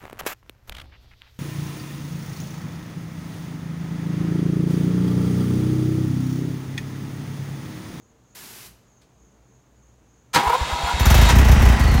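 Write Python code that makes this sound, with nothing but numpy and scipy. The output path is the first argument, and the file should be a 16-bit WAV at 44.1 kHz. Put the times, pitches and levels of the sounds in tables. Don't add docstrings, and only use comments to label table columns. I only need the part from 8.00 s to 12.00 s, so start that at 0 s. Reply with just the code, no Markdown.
import sys
import numpy as np
from scipy import signal
from scipy.fft import rfft, irfft
from scipy.io import wavfile
from scipy.ndimage import uniform_filter1d

SR = 44100
rng = np.random.default_rng(int(sys.argv[2]) if len(sys.argv) > 2 else 0)


def inscribe(sig):
    pcm = np.round(np.clip(np.atleast_2d(sig).T, -1, 1) * 32767)
    wavfile.write(sys.argv[1], SR, pcm.astype(np.int16))


N = 176400
T = np.arange(N) / SR

# pitch_hz, level_db
BACKGROUND_COLOUR = [(20, -42), (43, -15), (68, -7), (87, -13), (123, -2.5), (153, -12.5), (200, -10.5),
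                     (326, -13.5), (400, -17), (1000, -22), (2000, -30), (5400, -37.5), (6600, -27.5),
                     (8100, -40.5), (12000, -46.5), (16000, -43)]
# pitch_hz, width_hz, level_db
HUM_TONES = [(58.46, 6, -62), (122.7, 8, -68), (453, 15, -74.5)]
# pitch_hz, width_hz, level_db, peak_s
SHRILL_TONES = [(6380, 64, -74.5, 1.254), (6800, 140, -75, 1.247)]
# pitch_hz, fade_s
ECHO_FADE = [(100, 1), (1000, 1), (5000, 0.71), (15000, 0.5)]
# pitch_hz, level_db
AIR_COLOUR = [(59, -35), (100, 0), (124, -1), (177, 4), (234, -2), (308, -7), (365, 5.5), (502, -8),
              (970, -1), (1030, -3), (2750, -1.5), (2930, -2), (3250, -3), (5080, -2), (8640, -5),
              (12700, -3), (16000, -8.5)]
# start_s, level_db, pitch_hz, rise_s, fall_s
VALVE_KNOCKS = [(0.406, -46.5, 231, 0.042, 0.025), (.675, -52.5, 173, .012, 0.027)]
# start_s, level_db, rise_s, fall_s, tilt_db_per_octave
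STARTER_KNOCKS = [(2.331, -26, 0.0087, 0.025, -1.5), (2.342, -15, 0.0068, .013, -1.5),
                  (2.358, -13, 0.001, 0.023, -5.5), (3.288, -19, 0.015, 0.024, -3)]
# pitch_hz, level_db
KNOCK_COLOUR = [(50, -45), (150, -9.5), (400, -11.5), (950, -5), (1600, 1.5), (2600, -1.5), (4000, 0.5),
                (6500, -2.5), (9000, -6.5), (16000, -15)]
# time_s, pitch_hz
TOOTH_RATE = [(2.345, 200), (2.39, 341), (2.46, 425.5), (2.54, 498), (2.61, 571), (2.67, 604), (2.87, 704),
              (2.95, 730), (3.15, 902), (3.38, 1002)]
# pitch_hz, width_hz, level_db
HOUSING_MODES = [(504.3, 12, -0.5), (809.4, 12, 3.5), (859, 23, 3), (959, 37, 9.5), (953, 8.3, 6.5),
                 (1010, 9.4, -30), (1270, 13, -1.5), (1410, 12, -2.5), (2150, 13, -5)]
# time_s, level_db
WHIRR_LEVEL = [(2.335, -70), (2.36, -17), (2.41, -18), (2.46, -20), (2.49, -15.5), (2.515, -19),
               (2.545, -16), (2.57, -25), (2.68, -28), (2.73, -24), (2.85, -25), (2.872, -21), (2.92, -22),
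               (2.96, -32), (3.25, -30), (3.3, -22), (3.37, -50)]
# pitch_hz, level_db
SCRAPE_COLOUR = [(60, -3), (150, 5), (370, -4.5), (600, 4.5), (900, 2.5), (1130, -3.5), (1450, 2.5),
                 (1750, -2.5), (2150, 0.5), (2900, -3), (3700, 1.5), (5100, -6.5), (7100, -9.5),
                 (9000, -14), (12000, -23), (16000, -42)]
# time_s, level_db
SCRAPE_LEVEL = [(2.335, -74), (2.37, -28.5), (2.45, -38.5), (2.6, -30), (2.8, -30), (2.92, -28.5),
                (2.98, -29), (3.15, -24.5), (3.3, -21.5), (3.36, -48), (3.5, -88)]
# pitch_hz, width_hz, level_db
UPPER_HOUSING_MODES = [(1690, 25, 6), (2060, 25, 7), (2630, 25, 9), (2870, 25, 7), (3290, 25, 8), (3670, 25, 4),
                       (3810, 30, 6), (4330, 30, 6), (7150, 90, 7)]
# time_s, pitch_hz, level_db
SLOWING_WHINE = [(3.3, 6550, -66), (3.6, 5710, -44.5), (3.8, 4550, -46.5), (3.88, 4410, -37.5),
                 (4.0, 4160, -37)]
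# start_s, level_db
COMPRESSIONS = [(2.464, -16.5), (2.607, -12.5), (2.721, -16), (2.830, -14.5), (2.934, -12.5)]
# start_s, thump_db, spit_db
ENGINE_FIRINGS = [(2.995, -5, -6), (3.054, -1, -1.5), (3.1, -1, -1.5), (3.142, -2.5, -3),
                  (3.176, -1, -10.5), (3.212, 0, -5), (3.250, -6, -13), (3.287, -8.5, -7), (3.318, -2, -29),
                  (3.353, 0.5, -8), (3.384, -0.5, -7), (3.414, -5, -29), (3.447, -1.5, -11),
                  (3.484, 1.5, -9.5), (3.515, -1, -7.5), (3.557, -3, -37), (3.593, -6, -17), (3.62, 0, -11),
                  (3.653, -1, -13), (3.687, -1.5, -13), (3.722, -7.5, -20), (3.763, -24, -31),
                  (3.794, -2.5, -12), (3.835, -3.5, -17.5), (3.876, -5.5, -20), (3.912, -6.5, -18),
                  (3.939, -3, -13.5), (3.976, -8, -29)]
# pitch_hz, level_db
SPIT_COLOUR = [(100, -10), (700, 9.5), (1700, 3), (3000, -2), (4500, -7.5), (6000, 1.5), (8500, -10),
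               (13000, -3.5), (16000, -8)]
# pitch_hz, level_db
GAS_COLOUR = [(40, -35), (110, 6), (220, 7.5), (320, -3), (480, -1.5), (800, -7), (1500, -16), (4000, -20),
              (16000, -55)]
# pitch_hz, level_db
CLATTER_COLOUR = [(180, 6), (300, -2), (494, -6), (528, -12), (814, -1.5), (900, -5.5), (1460, -7),
                  (1900, -7), (2250, -12), (2440, -9.5), (4020, -20), (5800, -20.5), (9710, -29),
                  (13800, -51), (16000, -32)]
# time_s, level_db
CLATTER_LOUDNESS = [(2.95, -33.5), (3.05, -26), (3.2, -25), (3.35, -23), (3.7, -22.5), (3.8, -24),
                    (4.0, -26)]
# pitch_hz, width_hz, level_db
BLOCK_MODES = [(640, 23, -18), (868, 13, 0.5), (1010, 37, -2.5), (1190, 23, -17), (1333, 18, -4),
               (1958, 48, 4.5), (2140, 54, 1), (3073, 31, 0.5), (3810, 20, 9), (5790, 110, -16)]
# pitch_hz, level_db
BARK_COLOUR = [(30, -20), (90, -7.5), (130, -17), (175, -13.5), (215, 2.5), (255, -7), (300, -27),
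               (450, -19), (700, -15.5), (2000, -58), (5000, -90)]
# pitch_hz, level_db
PIPE_COLOUR = [(15, -59), (28, -20), (38, -22), (47, 2), (58, 3.5), (72, 3.5), (86, -3.5), (120, -8),
               (165, -16), (230, -22.5), (300, -32.5), (600, -48), (1500, -71), (5000, -93)]


def amp(db):
    return 10 ** (np.asarray(db) / 20)


def unit(x):
    return x / np.sqrt(np.mean(x ** 2) + 1e-20)


def curve(rows, column=1):
    rows = np.array(rows)
    return np.interp(T, rows[:, 0], rows[:, column])


def read(points, hz):
    pitches, values = np.transpose(points)
    return np.interp(np.log(hz + 1), np.log(pitches + 1), values)


def colour(x, points, tilt_db=0):
    hz = np.fft.rfftfreq(N, 1 / SR)
    return unit(irfft(rfft(x) * amp(read(points, hz) + tilt_db * np.log2(hz + 1)), N))


def noise(points, tilt_db=0):
    return colour(rng.standard_normal(N), points, tilt_db)


def wander(rate_hz):
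    hz = np.fft.rfftfreq(N, 1 / SR)
    return unit(irfft(rfft(rng.standard_normal(N)) * np.exp(-(hz / rate_hz) ** 2), N))


def burst(start_s, rise_s, fall_s):
    return np.clip((T - start_s) / rise_s, 0, 1) * np.exp(-np.maximum(T - start_s - rise_s, 0) / fall_s)


def resonate(x, hz, width_hz, order=1):
    turn = np.exp(2j * np.pi * np.cumsum(hz * np.ones(N)) / SR)
    decay = np.exp(-np.pi * width_hz / SR)
    shifted = x / turn + 1e-18
    for _ in range(order):
        shifted = signal.lfilter([1 - decay], [1, -decay], shifted)
    return 2 * (turn * shifted).real


def modes(x, table):
    return sum(amp(db) * resonate(x, hz, width) for hz, width, db in table)


def fuzzy_tone(hz, width_hz):
    return unit(resonate(rng.standard_normal(N), hz, width_hz, order=2))


def ring(x, points, size=16384):
    log_gain = np.log(amp(read(points, abs(np.fft.fftfreq(size, 1 / SR)))))
    response = np.fft.ifft(np.exp(np.conj(signal.hilbert(log_gain)))).real
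    return signal.fftconvolve(x, response[:size // 2])[:N]


def workshop(background_db=-58.5, swell=0.7, pulse_s=0.305):
    hum = sum(amp(db) * fuzzy_tone(hz, width) for hz, width, db in HUM_TONES)
    shrill = sum(amp(db) * fuzzy_tone(hz, width) * (1 + swell * np.cos(2 * np.pi * (T - peak) / pulse_s))
                 for hz, width, db, peak in SHRILL_TONES)
    return amp(background_db) * noise(BACKGROUND_COLOUR) + hum + shrill


def room_echo(x, level_db=-15, delay_s=0.012, size=256):
    hz, t, bands = signal.stft(rng.standard_normal(SR) * (T[:SR] > delay_s), SR, nperseg=size)
    fade = amp(-60 * t / read(ECHO_FADE, hz)[:, None])
    tail = signal.istft(bands * fade, SR, nperseg=size)[1]
    return amp(level_db) * signal.fftconvolve(x, tail / np.linalg.norm(tail))[:N]


def air_valve(start_s=0.347, end_s=0.663, rise_s=0.0069, fall_s=0.035, hiss_db=-42, sag_db_per_s=-4.5):
    opening = np.clip((T - start_s) / rise_s, 0, 1) * np.exp(-np.maximum(T - end_s, 0) / fall_s)
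    tick = amp(-60) * burst(1.012, rise_s, fall_s=0.029) * noise(KNOCK_COLOUR, tilt_db=-1)
    knocks = sum(amp(db) * burst(start, rise, fall) * fuzzy_tone(hz, width_hz=59)
                 for start, db, hz, rise, fall in VALVE_KNOCKS)
    hiss = opening * amp(hiss_db + sag_db_per_s * (T - start_s)) * noise(AIR_COLOUR)
    return hiss + tick + knocks


def solenoid(rattle_db=-0.5, rattle_hz=600, ring_db=3):
    knocks = sum(amp(db) * burst(start, rise, fall) * noise(KNOCK_COLOUR, tilt)
                 for start, db, rise, fall, tilt in STARTER_KNOCKS)
    knocks *= amp(rattle_db * wander(rattle_hz))
    return knocks + amp(ring_db) * modes(knocks, HOUSING_MODES)


def gear_scrape(teeth_passed, gear_teeth=9, worn=0.37, uneven_db=4, flutter_db=1, flutter_hz=300):
    size, count = 2048, 128
    overtones = amp(uneven_db * rng.standard_normal(count)) * np.exp(2j * np.pi * rng.random(count))
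    wear = np.interp(teeth_passed / gear_teeth, np.arange(size) / size, irfft(overtones, size), period=1)
    rasp = worn * colour(wear, SCRAPE_COLOUR) + (1 - worn) * noise(SCRAPE_COLOUR)
    rasp *= amp(flutter_db * wander(flutter_hz))
    level = amp(curve(SCRAPE_LEVEL)) * (T > SCRAPE_LEVEL[0][0])
    return level * unit(rasp + modes(rasp, UPPER_HOUSING_MODES))


def starter(whirr_db=-2, teeth_db=-16, rough=0.33, chatter_db=2, chatter_hz=110, jitter=0.00976):
    teeth_passed = np.cumsum(curve(TOOTH_RATE) * (1 + jitter * wander(rate_hz=81))) / SR
    teeth = unit(sum(np.cos(2 * np.pi * k * teeth_passed) / np.sqrt(k) for k in range(1, 7)))
    housing = modes((1 - rough) * teeth + rough * 10 * rng.standard_normal(N), HOUSING_MODES)
    housing /= np.sqrt(abs(uniform_filter1d(housing ** 2, size=1500)) + 1e-12)
    level = amp(curve(WHIRR_LEVEL) + chatter_db * wander(chatter_hz)) * (T > WHIRR_LEVEL[0][0])
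    whirr = amp(whirr_db) * level * (housing + amp(teeth_db) * teeth)
    whine_level = amp(curve(SLOWING_WHINE, column=2)) * (T > SLOWING_WHINE[0][0])
    whine = whine_level * fuzzy_tone(curve(SLOWING_WHINE), width_hz=170)
    return whirr + gear_scrape(teeth_passed) + whine


def clatter(grain_db=1, grain_hz=250, swell=0.13):
    beats = sum(burst(start, rise_s=0.002, fall_s=0.045) for start, _, _ in ENGINE_FIRINGS)
    grains = unit(noise(CLATTER_COLOUR) * amp(grain_db * wander(grain_hz)))
    level = amp(curve(CLATTER_LOUDNESS)) * (T > CLATTER_LOUDNESS[0][0])
    return grains * level * (1 - swell + 2 * swell * beats)


def engine(spit_db=-16.5, gas_db=-24.5, gas_lag_s=0.0038, block_db=-3, whistle_start_s=3.5):
    spits = sum(amp(db) * burst(start, rise_s=0.002, fall_s=0.02) for start, _, db in ENGINE_FIRINGS)
    gusts = sum(amp(db / 2) * burst(start + gas_lag_s, rise_s=0.006, fall_s=0.017)
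                for start, db, _ in ENGINE_FIRINGS)
    metal = clatter() + amp(spit_db) * spits * noise(SPIT_COLOUR)
    whistle = amp(-54) * fuzzy_tone(hz=11200, width_hz=46) * (T > whistle_start_s)
    gas = amp(gas_db) * gusts * noise(GAS_COLOUR)
    return metal + amp(block_db) * modes(metal, BLOCK_MODES) + gas + whistle


def exhaust(chuff_db=50.5, bark_db=28.5, thump_db=47.5, bark_lag_s=0.00836, thump_lag_s=0.01272):
    barks, thumps, puffs = np.zeros((3, N))
    for start, db, _ in ENGINE_FIRINGS:
        barks[round((start + bark_lag_s) * SR)] += amp(db / 2)
        thumps[round((start + thump_lag_s) * SR)] += amp(db)
    for start, db in COMPRESSIONS:
        puffs[round(start * SR)] -= amp(db)
    chuffs = amp(chuff_db) * resonate(puffs, hz=64, width_hz=51, order=3)
    return chuffs + amp(thump_db) * ring(thumps, PIPE_COLOUR) + amp(bark_db) * ring(barks, BARK_COLOUR)


def scene():
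    machinery = engine() + starter() + solenoid() + air_valve()
    return (machinery + room_echo(machinery) + exhaust() + workshop())[None]


def record(dry, ceiling=1.0, hardness=6, top_hz=15900):
    rounded = dry / (1 + abs(dry / ceiling) ** hardness) ** (1 / hardness)
    treble_cut = signal.firwin(511, top_hz, window=("kaiser", 9), fs=SR)
    return signal.oaconvolve(rounded, treble_cut[None], "same")


dry = scene()
out = record(dry)
inscribe(out)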